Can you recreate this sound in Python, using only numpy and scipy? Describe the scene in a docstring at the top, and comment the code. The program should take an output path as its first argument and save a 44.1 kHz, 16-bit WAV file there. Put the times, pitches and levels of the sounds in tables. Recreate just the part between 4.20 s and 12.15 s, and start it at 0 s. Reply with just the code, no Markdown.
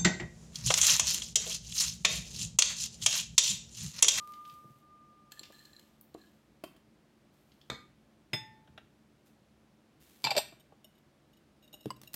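"""Tidying a kitchen table in a small, humming room: beating sines ring a glass bowl while filtered grains rustle.
A wooden spoon scrapes a held china bowl empty: grain noise, ticks and small rings stirred by crumbs.
The spoon drops into the glass, then the china bowl is set on a plate: noise cracks and decaying modes.
A second bowl scuffs the table and clatters into the first, the air between them hooting as a shaken sine.
The stack is carried off, chattering in bursts of tiny rings, and put down with a clack."""
import sys
import numpy as np
from scipy import signal
from scipy.fft import rfft, irfft, next_fast_len
from scipy.io import wavfile
from scipy.ndimage import map_coordinates

SR = 44100
rng = np.random.default_rng(int(sys.argv[2]) if len(sys.argv) > 2 else 0)


def persist_wave(psi):
    """Save psi, clipped to +-1, as 16-bit WAV."""
    counts = np.round(np.clip(psi, -1, 1) * 32767).astype(np.int16)
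    wavfile.write(sys.argv[1], SR, np.atleast_2d(counts).T)


N = 350595
TIME = np.arange(N) / SR
AGE = TIME[:SR]  # seconds since a blow


def amp(db):
    """Decibels to gain."""
    return 10 ** (np.asarray(db) / 20)


def unit(x):
    """Scale to rms 1."""
    return x / np.sqrt(np.mean(x ** 2) + 1e-20)


def along(points, hz):
    """Read (Hz, value) points on a log frequency axis."""
    f, v = np.transpose(points)
    return np.interp(np.log(hz + 1), np.log(f + 1), v)


def coloured(x, points, tilt_db=0):
    """Filter x to a spectrum, tilted per octave above 700 Hz, at rms 1."""
    m = next_fast_len(len(x))
    hz = np.fft.rfftfreq(m, 1 / SR)
    octaves = np.log2(np.maximum(hz / 700, 1))
    gain = amp(along(points, hz) + tilt_db * octaves)
    return unit(irfft(rfft(x, m) * gain, m)[:len(x)])


def fade(t60, attack):
    """A quick rise and an exponential fall, both in seconds."""
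    return np.exp(-np.log(1000) * AGE / t60) * (1 - np.exp(-AGE / attack))


def add(track, s, sound):
    """Mix a sound in at s seconds."""
    part = track[max(round(s * SR), 0):][:len(sound)]
    part += sound[:len(part)]


def crack(colour, t60, tilt_db=0):
    """Fading noise for the crowd of short-lived modes that a contact excites."""
    return coloured(rng.standard_normal(SR), colour, tilt_db) * fade(t60, 0.00095)


def ring(modes, scatter_db=3.0, detune=0.0022):
    """An object's modes; grip and point of contact change their strength and pitch at each blow."""
    hz, db, t60 = np.transpose(modes)[:, :, None]
    hz = hz * (1 + detune * rng.standard_normal(hz.shape))
    phase = 2 * np.pi * rng.random(hz.shape)
    size = amp(db + scatter_db * rng.standard_normal(hz.shape))
    partials = size * fade(t60, attack=0.00082) * np.sin(2 * np.pi * hz * AGE + phase)
    return np.sum(partials, axis=0)


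def tilted(modes, tilt_db, pivot_hz):
    """Modes as a softer or harder contact excites them: tilted per octave about a pivot."""
    return [(hz, db + tilt_db * np.log2(hz / pivot_hz), t60) for hz, db, t60 in modes]


def softened(rows, cutoff_hz):
    """(Hz, dB, ..) rows as a soft contact excites them: little above its cut-off."""
    return [(hz, db - 20 * np.log10(1 + (hz / cutoff_hz) ** 4), *rest) for hz, db, *rest in rows]


def thud(hz, t60, attack):
    """One heavily damped resonance; a surface radiates by its acceleration, so little deep bass escapes."""
    velocity = np.sin(2 * np.pi * hz * AGE) * fade(t60, attack)
    return np.gradient(velocity) * SR / (2 * np.pi * hz)


def grains(rate, spread_db):
    """Tiny random slips of uneven size, at a mean rate per second."""
    slips = rng.random(N) < rate / SR
    return slips * rng.standard_normal(N) * amp(spread_db * rng.standard_normal(N))


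def strokes(rows, attack_s, sag_db_per_s, release_s):
    """Gain of rubbing strokes: each sets in, eases off while it lasts and dies away."""
    gain = np.zeros(N)
    for s, length, db in rows:
        age = np.maximum(TIME - s, 0)
        release = np.exp(-np.maximum(age - length, 0) / release_s)
        gain += amp(db - sag_db_per_s * age) * np.minimum(age / attack_s, 1) * release
    return gain


def landing(contacts, colour, modes, t60, bounce_tilt_db):
    """Something lands and bounces; the crack gets duller with each bounce."""
    out = np.zeros(N)
    for bounce, (s, crack_db, ring_db) in enumerate(contacts):
        add(out, s, amp(crack_db) * crack(colour, t60, tilt_db=bounce * bounce_tilt_db))
        add(out, s, amp(ring_db) * ring(modes, scatter_db=1, detune=.001))
    return out


# How long the small room holds each pitch. Each row: frequency in Hz, t60 in seconds.
ROOM = [(100, 1), (500, 0.17), (2000, 0.45), (5000, 0.3), (9000, 0.36), (15000, 0.35)]


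def in_room(x, wet_db):
    """Add the walls' answer: a noise tail in which each frequency dies at its own speed."""
    hz, t, z = signal.stft(rng.standard_normal(SR), SR, nperseg=256)
    decay = np.exp(-np.log(1000) * t / along(ROOM, hz)[:, None])
    tail = signal.istft(z * decay, SR)[1][:SR]
    tail *= 1 - np.exp(-(AGE / 0.0022) ** 2)
    return x + amp(wet_db) * signal.fftconvolve(x, tail / np.linalg.norm(tail))[:N]


# Colour of the air noise. Each row: frequency in Hz, relative level in dB.
ROOM_TONE = [(25, -35), (42, -4.5), (59, -4.5), (108, -8), (137, -4.5), (190, -6.5), (217, 1.5),
             (249, -10.5), (293, -3.5), (463, -14), (560, -12), (863, -18), (3920, -27.5), (12500, -39),
             (16000, -43)]
# The appliance's partials. Each row: frequency in Hz, peak level in dB.
HUM = [(130, -90.5), (146, -75), (219, -72.5)]


def room_tone():
    """Steady air noise with an appliance's hum, its phase wavering slightly."""
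    out = amp(-66) * coloured(rng.standard_normal(N), ROOM_TONE)
    for hz, db in HUM:
        drift = map_coordinates(rng.standard_normal(64), [TIME * 5], mode="mirror")
        out += amp(db) * np.sin(2 * np.pi * hz * TIME + 1.2 * drift)
    return out


# The glass note sinks into a dip, swells back and fades. Each row: time in seconds, rms level in dB
# of the main sine, before its twin joins.
GLASS_LEVEL = [(0, -48.5), (.28, -50.5), (.47, -59), (.57, -67), (.6, -79), (.63, -66), (.73, -59.5),
               (1.15, -68), (3, -126)]


def glass_note():
    """One mode of the glass bowl is a close pair, so it throbs; the twin fades faster."""
    hz, beat_hz, twin_db, twin_fade_db_per_s = 1206.4, 11.2, -11.5, 4
    main = np.sin(2 * np.pi * hz * TIME)
    twin_phase = 2 * np.pi * (hz * TIME - beat_hz * (TIME - .02))
    twin = amp(twin_db - twin_fade_db_per_s * TIME) * np.sin(twin_phase)
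    level_db = np.interp(TIME, *np.transpose(GLASS_LEVEL))
    return np.sqrt(2) * amp(level_db) * (main + twin)


# Salad and cloth rub. Each row: start in seconds, length in seconds, starting level in dB.
RUSTLES = [(-.02, 0.62, -68), (.26, 0.085, -71), (3.12, 0.45, -77.5), (5.05, 0.032, -70),
           (5.795, 0.31, -65.5)]
# Colour of dry contacts, for rustles and clicks. Each row: frequency in Hz, relative level in dB.
DRY = [(60, -35.5), (200, 4), (1000, -12), (2000, -7), (3500, -6), (6500, -8.5), (10000, -10),
       (14000, -6.5), (16000, -14.5)]


def rustles():
    """Salad and cloth rustle faintly: a patter of tiny slips under soft strokes."""
    rubbing = strokes(RUSTLES, attack_s=0.0099, sag_db_per_s=15.0, release_s=0.017)
    return in_room(rubbing * coloured(grains(rate=13000, spread_db=7.5), DRY), wet_db=-4.0)


# The spoon crunches into the salad. Each row: start in seconds, level in dB.
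CRUNCHES = [(0.136, -49), (0.251, -50.5), (0.297, -51), (1.232, -41), (1.252, -48), (3.318, -58.5),
            (3.413, -55.5)]
# Colour of a crunch. Each row: frequency in Hz, relative level in dB.
CRUNCH = [(600, -20), (2200, -5), (3200, 3), (4800, -3), (7000, -11), (9000, -26), (15000, -22)]


def crunches():
    """The salad gives way under the spoon in short bursts of noise."""
    out = np.zeros(N)
    for s, db in CRUNCHES:
        add(out, s, amp(db) * crack(CRUNCH, t60=0.033))
    return in_room(out, wet_db=-4.0)


# Modes of the table top. Each row: frequency in Hz, relative level in dB.
TABLE = [(76, -28), (132, -6.5), (205, -3), (312, 3), (403, 3.5)]


def table_thud(cutoff_hz):
    """The table top's damped modes, low-passed by the softness of the contact; the strongest is at 0 dB."""
    hz, db = np.transpose(softened(TABLE, cutoff_hz))
    gains = amp(db - db.max())
    return sum(g * thud(f, t60=14 / f, attack=0.004) for f, g in zip(hz, gains))


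# Soft bumps on the table. Each row: start in seconds, level in dB, contact cut-off in Hz.
BUMPS = [(.322, -49, 116), (0.445, -44, 300), (0.502, -45, 165), (4.489, -50.5, 45), (4.538, -52, 55),
         (6.33, -54, 130), (7.658, -22, 593)]


def bumps():
    """The table top thuds when bumped and as it takes the weight of the spoon and the bowls."""
    out = np.zeros(N)
    for s, db, cutoff_hz in BUMPS:
        add(out, s, amp(db) * table_thud(cutoff_hz))
    add(out, SPOON_DROP[0][0], amp(-44) * table_thud(cutoff_hz=150))
    add(out, SET_DOWN[0][0], amp(-33) * table_thud(cutoff_hz=290))
    for s, *_ in STACKING[:3]:
        add(out, s, amp(-37.0) * table_thud(cutoff_hz=330))
    return in_room(out, wet_db=-12.5)


# The shifting grip lowers the held bowl's pitch; the sag is a share of the pitch per second.
GRIP_SHIFT_S, GRIP_SHIFT_LENGTH_S, GRIP_SAG_PER_S = 1.46, .15, .16


def held_bowl(s, modes, scatter_db, detune):
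    """The held bowl's ring at s seconds; its pitch sinks as the grip shifts."""
    pitch = 1 - GRIP_SAG_PER_S * np.clip(s - GRIP_SHIFT_S, 0, GRIP_SHIFT_LENGTH_S)
    return ring([(hz * pitch, db, t60) for hz, db, t60 in modes], scatter_db, detune)


# Strokes of the spoon. Each row: start in seconds, length in seconds, starting pressure in dB.
SCRAPES = [(1.108, 0.15, -60), (1.324, 0.33, -61.5), (1.971, 0.11, -66.5)]
# The spoon's edge ticks on the china. Each row: start in seconds, crack level in dB,
# ring level in dB before damping.
TICKS = [(1.1193, -40, -39), (1.1937, -46, -29), (1.3223, -51, -61), (1.348, -67, -50), (1.3917, -68, -51),
         (1.4528, -54.5, -42), (1.532, -68, -52), (1.565, -61, -47), (1.594, -49.5, -58),
         (1.9427, -53.5, -51), (2.0157, -68, -60)]
# Colour of ticks and scraping. Each row: frequency in Hz, relative level in dB.
TICK_CRACK = [(200, -14), (1000, -6), (2000, -6), (3200, 2), (5500, -4.5), (7800, -2), (9900, -11.5),
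              (12000, -2.5), (15000, -9.5)]
# Modes of the china bowl in the hand. Each row: frequency in Hz before the grip shifts,
# relative level in dB, t60 in seconds.
HELD_BOWL = [(1735, -17.5, .06), (3250, -13, .035), (4190, 3.5, .04), (4330, -13, .035), (7420, -7, .05),
             (11270, -21, .04)]
CRUMBS_PER_S, CRUMB_DB = 150, 11  # CRUMB_DB: ring of a crumb over the stroke's pressure
CRUMB_TILT_DB = -15  # per octave: crumbs are a soft contact


def scraping():
    """The spoon drags crumbs over the held bowl: crumbs stir its low modes, sharp ticks only the upper ones."""
    pressure = strokes(SCRAPES, attack_s=0.0054, sag_db_per_s=14, release_s=0.18)
    out = amp(-8.0) * pressure * coloured(grains(rate=9000, spread_db=3), TICK_CRACK)
    stirred = tilted(HELD_BOWL, CRUMB_TILT_DB, HELD_BOWL[0][0])
    for start, length, _ in SCRAPES:
        for s in start + length * rng.random(round(length * CRUMBS_PER_S)):
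            crumb = held_bowl(s, stirred, scatter_db=5, detune=.024)
            add(out, s, amp(CRUMB_DB) * pressure[round(s * SR)] * crumb)
    pressed = fade(t60=0.03, attack=0.00011)  # the spoon stays on the china and damps it
    for s, crack_db, ring_db in TICKS:
        ringing = held_bowl(s, HELD_BOWL[1:], scatter_db=4.0, detune=0.002)
        add(out, s, amp(crack_db) * crack(TICK_CRACK, t60=0.023))
        add(out, s, amp(ring_db) * pressed * ringing)
    return in_room(out, wet_db=-8.5)


# Dull knocks of wood and china. Each row: start in seconds, level in dB, brightness in dB per octave,
# hollow note in Hz, hollow level in dB over the crack.
KNOCKS = [(1.212, -55.5, -4, 520, 1), (1.302, -49.5, -7, 560, 0), (1.948, -42, -10, 690, 2.5),
          (2.4375, -37.5, 0, 655, 4), (2.563, -57, 0, 640, -4), (6.324, -48.5, -8, 640, 4),
          (6.522, -52, -9, 790, 6), (7.539, -52, -8, 780, 4)]
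# What rings after a knock. Each row: frequency in Hz, relative level in dB, t60 in seconds.
KNOCK_RING = [(330, 5, 0.018), (1120, -11, .09), (3160, -17, .2)]
# Colour of wood, for knocks and the final landing. Each row: frequency in Hz, relative level in dB.
WOOD_CRACK = [(50, -36), (150, 2), (350, 5), (1100, 1), (2100, -6), (2700, 0), (3200, 0.5), (3800, -11),
              (4600, -3.5), (6000, -14), (8000, -9), (15000, -12)]


def knocks():
    """Each knock is a crack with the short hollow note of a bowl; duller knocks ring less."""
    out = np.zeros(N)
    for s, db, tilt_db, hz, hollow_db in KNOCKS:
        contact = crack(WOOD_CRACK, t60=0.032, tilt_db=tilt_db)
        hollow = amp(hollow_db) * thud(hz, t60=0.03, attack=0.0016)
        ringing = ring(tilted(KNOCK_RING, tilt_db / 2, KNOCK_RING[0][0]), scatter_db=5)
        add(out, s, amp(db) * (contact + hollow + ringing))
    return in_room(out, wet_db=-6.0)


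# Dry clicks of handling. Each row: start in seconds, level in dB, brightness in dB per octave.
CLICKS = [(1.811, -38.5, 14.5), (7.657, -30.5, -4.5), (7.815, -38, -0.5), (7.834, -37.5, -2.5),
          (7.933, -36, 2.5), (7.9412, -23.5, 3), (7.9442, -26.5, 2)]


def clicks():
    """Handling clicks: very short dry noise, from dull to bright."""
    out = np.zeros(N)
    for s, db, tilt_db in CLICKS:
        add(out, s, amp(db) * crack(DRY, t60=0.011, tilt_db=tilt_db))
    return in_room(out, wet_db=-5.0)


# The spoon lands in the glass. Each row: start in seconds, crack level in dB, ring level in dB.
SPOON_DROP = [(3.4998, -23.5, -45.5), (3.5165, -30.5, -51), (3.527, -35, -64)]
# Colour of spoon on glass. Each row: frequency in Hz, relative level in dB.
SPOON_CRACK = [(60, -38), (120, 0), (480, -6.5), (880, -11), (1300, -2), (1550, -6), (2250, -13),
               (2700, -16), (3550, -5), (5700, -19.5), (6550, -17.5), (10000, -34), (12000, -28),
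               (16000, -56)]
# Modes of the glass bowl. Each row: frequency in Hz, relative level in dB, t60 in seconds.
GLASS = [(465, -6, .15), (648, -7, .13), (1206, -4, .3), (1217, 4, .25), (1385, -4, .06), (1766, -5, .17),
         (2238, 0, .24), (3120, -10, .11), (3490, -4, .23), (4262, -7, .23), (4925, -16, .28),
         (6535, -16, .2), (7558, -17, .22), (11490, -28, .25)]


def spoon_drop():
    """The spoon's blow and its bounces excite the glass bowl's modes."""
    out = landing(SPOON_DROP, SPOON_CRACK, GLASS, t60=0.019, bounce_tilt_db=-8.0)
    return in_room(out, wet_db=-5.5)


# The china bowl's foot meets the plate. Each row: start in seconds, crack level in dB, ring level in dB.
SET_DOWN = [(4.132, -28, -35.5), (4.1402, -33, -47)]
# Colour of foot on plate. Each row: frequency in Hz, relative level in dB.
PLATE_CRACK = [(59, -74), (100, -1.5), (1010, -11), (1650, -7.5), (2000, -3), (3190, -7.5), (4670, -19),
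               (5080, -14), (5770, -54), (6420, -22), (9020, -26), (10700, -62), (11600, -28.5),
               (16000, -62)]
# Modes of bowl and plate together. Each row: frequency in Hz, relative level in dB, t60 in seconds.
BOWL_ON_PLATE = [(871, -15, .85), (1507, -20, .22), (1798, -15.5, .6), (1931, -6, .2), (2020, -3, .14),
                 (2242, -8, .18), (3080, -5, .08), (3219, -9, .15), (3455, -7, .27), (3545, -1.5, .31),
                 (3740, -9, .19), (5112, 5.5, .14), (5426, -16, .2), (6290, -16, .17), (6620, -15, .3),
                 (7994, -19, .18), (8872, -16.5, .15), (11420, -9, .08), (12140, -23, .2),
                 (13380, -26, .15), (14390, -22, .12)]


def set_down():
    """The bowl's foot cracks on the plate and the china rings on; one duller bounce follows."""
    out = landing(SET_DOWN, PLATE_CRACK, BOWL_ON_PLATE, t60=0.054, bounce_tilt_db=-23.0)
    return in_room(out, wet_db=-10)


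# The second bowl scuffs the table as it is picked up. Each row: start in seconds, level in dB.
SCUFFS = [(4.475, -55.5), (4.5768, -40), (4.581, -48.5)]
# Colour of a scuff. Each row: frequency in Hz, relative level in dB.
SCUFF = [(150, -6), (450, -8), (740, 7.5), (1100, -10), (1500, 3), (2100, -12), (2700, -2), (3200, -7),
         (3700, -2), (4300, -26), (5200, -19), (7000, -32), (15000, -35)]


def scuffs():
    """A bowl's foot catches on the tablecloth in short bursts of noise."""
    out = np.zeros(N)
    for s, db in SCUFFS:
        add(out, s, amp(db) * crack(SCUFF, t60=0.037))
    return in_room(out, wet_db=-10.5)


def split_ring(modes, detune):
    """Bowls pressed together ring roughly: the contact splits each mode into a beating pair."""
    return (ring(modes, detune=detune) + ring(modes, detune=detune)) / np.sqrt(2)


# The second bowl rocks into the first. Each row: start in seconds, crack level in dB,
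# upper bowl level in dB, lower bowl level in dB, contact cut-off in Hz.
STACKING = [(6.0409, -27, -23.5, -51, 14000), (6.0485, -26, -28, -47, 8900),
            (6.063, -33, -40.5, -39.5, 4000), (6.0683, -28, -41, -29, 4250),
            (6.1057, -29, -31.5, -42.5, 14000), (6.114, -32.5, -39.5, -41.5, 5600),
            (6.151, -38.5, -49, -44.5, 6000), (6.165, -25, -31.5, -37.5, 14000),
            (6.1765, -21.5, -36.5, -32, 15000), (6.184, -34, -45, -41, 11900)]
# Colour of china on china. Each row: frequency in Hz, relative level in dB.
CHINA_CRACK = [(60, -30), (150, -17), (450, -7.5), (900, 3), (1300, -9.5), (1900, -6), (2650, -2),
               (3900, 0), (4650, 4.5), (5400, -3), (6400, -12.5), (7800, -8), (9800, -24), (11900, -4.5),
               (16000, -29.5)]
# Modes of the two bowls. Each row: frequency in Hz, relative level in dB, t60 in seconds.
UPPER_BOWL = [(2347, -3, .08), (3055, -14, .05), (3547, -13, .06), (4177, -13, .18), (4240, 1, .045),
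              (4379, -6, .05), (4700, 1, .06), (4877, -4, .05), (7423, -16, .11), (8233, -21, .07),
              (11300, -13, .07)]
LOWER_BOWL = [(635, -13, .28), (1512, -14, .08), (1760, -17, .13), (2400, -7, .05), (2680, -4, .13),
              (2950, -8, .08), (3300, -8, .08), (3630, 0, .1), (3805, -6, .06), (4124, -7, .13),
              (5250, -6, .07), (5860, -12, .1), (6620, -17, .09), (7490, -4, .09), (7810, -5, .11),
              (8150, -4, .11), (8930, -16, .1), (11700, -9, .1), (12230, -6, .11), (13400, -13, .08),
              (14400, -16, .08)]


def stacking():
    """Each contact rings the two bowls in its own proportion; a softer one passes less treble."""
    out = np.zeros(N)
    for s, crack_db, upper_db, lower_db, cutoff_hz in STACKING:
        upper = split_ring(softened(UPPER_BOWL, cutoff_hz), detune=0.009)
        lower = split_ring(softened(LOWER_BOWL, cutoff_hz), detune=0.011)
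        contact = crack(softened(CHINA_CRACK, cutoff_hz), t60=0.048)
        add(out, s, amp(crack_db) * contact + amp(upper_db) * upper + amp(lower_db) * lower)
    return in_room(out, wet_db=-11.0)


# The air between the rocking bowls is squeezed. Each row: swell centre in seconds, pitch in Hz,
# swell level in dB.
AIR_GAP = [(6.046, 990, -33), (6.072, 885, -27.5), (6.098, 810, -37), (6.118, 805, -28.5),
           (6.157, 710, -34), (6.172, 600, -28), (6.182, 580, -26), (6.195, 830, -35)]
JUDDER, JUDDER_HZ = .38, 220  # share of random shaking, and its upper frequency limit
SQUEEZE_S = .004  # width scale of each swell


def air_gap():
    """Squeezed air hoots roughly as the bowls rock; its pitch mostly sinks, then turns up at the end."""
    times, hz, _ = np.transpose(AIR_GAP)
    swell = sum(amp(db) * np.exp(1 - np.hypot(1, (TIME - s) / SQUEEZE_S)) for s, _, db in AIR_GAP)
    touching = np.clip((TIME - STACKING[0][0]) / SQUEEZE_S, 0, 1)
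    low_pass = signal.butter(2, JUDDER_HZ, fs=SR, output="sos")
    judder = unit(signal.sosfilt(low_pass, rng.standard_normal((2, N))))
    phase = 2 * np.pi * np.cumsum(np.interp(TIME, times, hz)) / SR
    shaking = judder[0] * np.sin(phase) + judder[1] * np.cos(phase)
    return in_room(touching * swell * (np.sin(phase) + JUDDER * shaking), wet_db=-13.5)


# Buzzing touches of the carried stack. Each row: start in seconds, length in seconds,
# level in dB at the crest of the swell.
CHATTER = [(6.395, 0.014, -60), (6.643, 0.0046, -52.5), (6.749, 0.0082, -71.5), (6.778, .01, -69.5),
           (7.13, .008, -67.5), (7.167, .008, -67), (7.423, 0.012, -63.5), (7.436, 0.019, -63),
           (7.475, 0.0063, -63), (7.527, 0.0078, -51.5), (7.538, 0.0057, -50), (7.545, 0.0083, -59),
           (7.605, 0.0081, -57.5), (7.626, 0.0068, -65), (7.637, 0.016, -61), (7.761, 0.0055, -60.5),
           (7.871, 0.0086, -51.5)]
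# Fixed modes of the stack. Each row: frequency in Hz, relative level in dB, t60 in seconds.
STACK = [(623, -12.5, 0.12), (5430, -10, 0.037), (6760, -5, 0.021), (8000, -20, 0.063), (8810, -11, 0.039),
         (11710, -8, 0.035), (11300, -18, 0.044), (13520, -2, 0.018), (14480, -14, 0.039)]
# Two more modes move apart as the bowls shift in their nest; the split is from the centre to each.
PAIR_HZ, SPLIT_HZ, SPLIT_HZ_PER_S, PAIR_T60_S = 3340, 330, 135, 0.033
SEAT_DETUNE = .008  # rms share by which each touch retunes the modes
BUZZ_CONTACTS = 5  # tiny contacts in one touch


def chatter():
    """The nested bowls rock on the way; each touch is a quick buzz of tiny contacts that swells and stops."""
    out = np.zeros(N)
    for s, length, db in CHATTER:
        split = SPLIT_HZ + SPLIT_HZ_PER_S * (s - CHATTER[0][0])
        modes = [(PAIR_HZ - split, 0, PAIR_T60_S), (PAIR_HZ + split, 0, PAIR_T60_S), *STACK]
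        seated = [(hz * (1 + SEAT_DETUNE * rng.standard_normal()), *rest) for hz, *rest in modes]
        # one contact at a random moment in each equal slice of the touch
        parts = (np.arange(BUZZ_CONTACTS) + rng.random(BUZZ_CONTACTS)) / BUZZ_CONTACTS
        for part in parts:
            touch = ring(seated, scatter_db=2, detune=0.012)
            swell = np.sqrt(np.sin(np.pi * part))
            add(out, s + part * length, amp(db) * swell * touch)
    return in_room(out, wet_db=-10.5)


# The stack is put down. Each row: start in seconds, crack level in dB, ring level in dB.
PUT_DOWN = [(7.7045, -44, -31.5), (7.709, -45, -40)]
# Modes of the clack. Each row: frequency in Hz, relative level in dB, t60 in seconds.
CLACK = [(1036, 1, 0.033), (1021, -9, 0.054), (2080, -11.5, 0.022), (2930, -10.5, 0.055),
         (4850, 5.5, 0.0063), (6400, -21, 0.023), (7930, -11, 0.024)]


def put_down():
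    """The stack lands with a woody crack and short modes, then bounces once."""
    out = landing(PUT_DOWN, WOOD_CRACK, CLACK, t60=0.046, bounce_tilt_db=-6)
    return in_room(out, wet_db=-16.0)


def scene():
    """All that happens on the table, in one channel."""
    clearing = glass_note() + rustles() + crunches() + bumps() + scraping() + knocks() + clicks()
    landings = spoon_drop() + set_down() + scuffs()
    stack = stacking() + air_gap() + chatter() + put_down()
    return (room_tone() + clearing + landings + stack)[None]


def record(dry, low_hz=52, top_hz=16100):
    """Thin the deep bass and keep nothing above the band limit."""
    thin = signal.sosfilt(signal.butter(3, low_hz, "high", fs=SR, output="sos"), dry)
    m = next_fast_len(N + SR)
    in_band = np.fft.rfftfreq(m, 1 / SR) < top_hz
    return irfft(rfft(thin, m) * in_band, m)[..., :N]


dry = scene()
out = record(dry)
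persist_wave(out)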